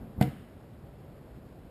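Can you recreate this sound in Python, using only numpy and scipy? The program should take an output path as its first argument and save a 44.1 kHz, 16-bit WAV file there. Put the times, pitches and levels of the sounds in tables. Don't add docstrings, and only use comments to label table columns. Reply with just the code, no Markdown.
import sys
import numpy as np
from scipy import signal
from scipy.fft import rfft, irfft
from scipy.io import wavfile
from scipy.ndimage import uniform_filter1d

SR = 44100
rng = np.random.default_rng(int(sys.argv[2]) if len(sys.argv) > 2 else 0)


def pcm_store(signal):
    levels = np.round(np.clip(np.atleast_2d(signal), -1, 1) * 32767)
    wavfile.write(sys.argv[1], SR, levels.astype(np.int16).T)


def volts_from_decibels(level):
    exponent = np.asarray(level, float) / 20
    return 10 ** exponent


N = 74970

# [f/Hz, density/dB]
SLAP_TINT = [(500, -33), (900, 5), (1400, 9), (2050, 9), (3500, 3), (5600, -7)]


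def ball():
    # [t/s, level/dB, contact/s]
    palms = [
        (.2116, 0, .0016),
        (.2228, -15, .0016),
    ]
    # [f/Hz, level/dB, t60/s]
    ball_modes = [(134.7, -20, .6), (130, -4.5, .044), (198, -9.3, .072), (476, -28, .34),
                  (669, -9.3, .036), (730.5, -13, .14),
                  (66.4, -25.5, 0.69), (248, -37.5, 0.82), (297.6, -33.5, 1)]
    radiate_hz, grip_s, grip_t60_s = 167, .283, .13
    t = np.arange(N) / SR
    push = np.zeros(N)
    for start_s, level_db, contact_s in palms:
        pulse = np.sin(np.pi * np.clip((t - start_s) / contact_s, 0, 1))
        push += volts_from_decibels(level_db) * pulse * np.pi / (2 * contact_s * SR)
    ring = strike(ball_modes, push)
    radiated = signal.sosfilt(signal.butter(2, radiate_hz, "high", fs=SR, output="sos"), ring)
    return radiated * np.where(t < grip_s, 1, fade(grip_s, grip_t60_s))


def slaps():
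    # [t/s, crack/dB, crack t60/s, snap/dB]
    fingers = [
        (.2115, -36, .02, -30),
        (.2138, -36, .03, -32),
        (.2195, -43, .05, -50),
        (.2262, -35, .007, -19),
        (.229, -40, .025, -40),
    ]
    # [f/Hz, level/dB, t60/s]
    skin_modes = [(860, 13, .03), (958, -6, .25), (1206, -12, .2), (1500, -2, .04), (1637, -12, .2),
                  (1862, -8, .15), (2063, 0, .17), (2141, -7, .15), (2300, -13, .25), (2793, -17, .3),
                  (2935, -11, .15), (3520, -14, .1)]
    skin_db = -40
    ticks, first, crack_level = np.zeros((3, N))
    for start_s, crack_db, crack_t60_s, snap_db in fingers:
        ticks[int(start_s * SR)] = volts_from_decibels(snap_db)
        crack_level += volts_from_decibels(crack_db) * fade(start_s, crack_t60_s)
    first[int(fingers[0][0] * SR)] = volts_from_decibels(skin_db)
    snaps = strike([(3020, 0, .0011)], ticks)
    cracks = tinted(SLAP_TINT) * crack_level
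    return snaps + cracks + strike(skin_modes, first)


def rush():
    # [t/s, level/dB]
    course = np.array([(0, -51), (.022, -39), (0.044, -42), (.075, -45.5), (.12, -56), (0.156, -59),
                       (.18, -35), (0.203, -36), (.225, -78)])
    # [f/Hz, density/dB]
    rush_tint = [(24, -34), (40, -0.5), (215, 1.5), (296, -9.5), (383, -17), (735, -19.5), (843, -23.5),
                 (1500, -36), (1950, -51), (3300, -120)]
    level_db = np.interp(np.arange(N) / SR, course[:, 0], course[:, 1])
    return tinted(rush_tint) * volts_from_decibels(level_db)


def yard():
    # [f/Hz, density/dB]
    thud_tint = [(40, -28), (70, -19), (150, 3.5), (290, -2.5), (390, -16), (480, -18.5), (750, -16.5),
                 (1100, -42)]
    # [f/Hz, density/dB]
    wash_tint = [(710, -21), (1200, 4), (2210, 2.5), (2570, -5), (2810, 1), (5600, -24), (7280, -56),
                 (12300, -120)]
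    start_s, rise_s = .2003, .032
    thud_db, thud_t60_s = -27, .44
    crisp_db, crisp_t60_s = -42, .18
    late_db, late_t60_s = -50, .84
    rise = np.clip((np.arange(N) / SR - start_s) / rise_s, 0, 1)
    thud = tinted(thud_tint) * volts_from_decibels(thud_db) * fade(start_s, thud_t60_s)
    crisp = tinted(SLAP_TINT) * volts_from_decibels(crisp_db) * fade(start_s, crisp_t60_s)
    late = tinted(wash_tint) * volts_from_decibels(late_db) * fade(start_s, late_t60_s)
    return rise * (thud + crisp + late)


def wind():
    # [f/Hz, density/dB]
    wind_tint = [(15, -18), (25, -44), (44, -2), (146, -1), (225, -7), (667, -15), (895, -23),
                 (1170, -25.5), (5600, -45), (7280, -46), (12300, -120)]
    level_db, split_hz = -49, 250
    air = tinted(wind_tint)
    low = signal.sosfiltfilt(signal.butter(2, split_hz, fs=SR, output="sos"), air)
    buffets = low * volts_from_decibels(1.5 * walk(40))
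    hiss = (air - low) * volts_from_decibels(.4 * walk(20))
    return volts_from_decibels(level_db) * (buffets + hiss)


def strike(modes, hits):
    t = np.arange(N // 2) / SR
    ring = np.zeros(N // 2)
    for hz, level_db, t60_s in modes:
        ring += volts_from_decibels(level_db) * fade(0, t60_s)[:N // 2] * np.sin(2 * np.pi * hz * t)
    return signal.fftconvolve(hits, ring)[:N]


def tinted(points):
    f = np.fft.rfftfreq(N, 1 / SR) + 1
    p = np.array(points)
    gain = volts_from_decibels(np.interp(np.log(f), np.log(p[:, 0]), p[:, 1]))
    x = irfft(rfft(rng.standard_normal(N)) * gain, N)
    return x / x.std()


def fade(start_s, t60_s):
    t = np.arange(N) / SR - start_s
    return (t >= 0) * volts_from_decibels(-60 * np.maximum(t, 0) / t60_s)


def walk(rate_hz):
    k = int(SR / rate_hz)
    held = np.repeat(rng.standard_normal(N // k + 1), k)
    return uniform_filter1d(uniform_filter1d(held, k), k)[:N]


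def scene():
    return (ball() + slaps() + rush() + yard() + wind())[None]


def top_cut(x):
    return signal.sosfilt(signal.butter(12, 16160, fs=SR, output="sos"), x)


def record(dry):
    step_hz = 12000
    edge_hz, edge_width_hz = 5710, 290
    top_hz, top_width_hz = 15200, 150
    f = np.fft.rfftfreq(N, 1 / SR)

    def soft(hz, width_hz):
        return 1 / (1 + np.exp(np.clip((f - hz) / width_hz * 2, -50, 50)))

    hold_droop = np.sinc(np.minimum(f / step_hz, .5))
    band = irfft(rfft(dry) * soft(edge_hz, edge_width_hz) / hold_droop, N)
    combed = band * (1 + 2 * np.cos(2 * np.pi * step_hz * np.arange(N) / SR))
    held = irfft(rfft(combed) * np.sinc(f / step_hz) * soft(top_hz, top_width_hz), N)
    return top_cut(held)


dry = scene()
out = record(dry)
pcm_store(out)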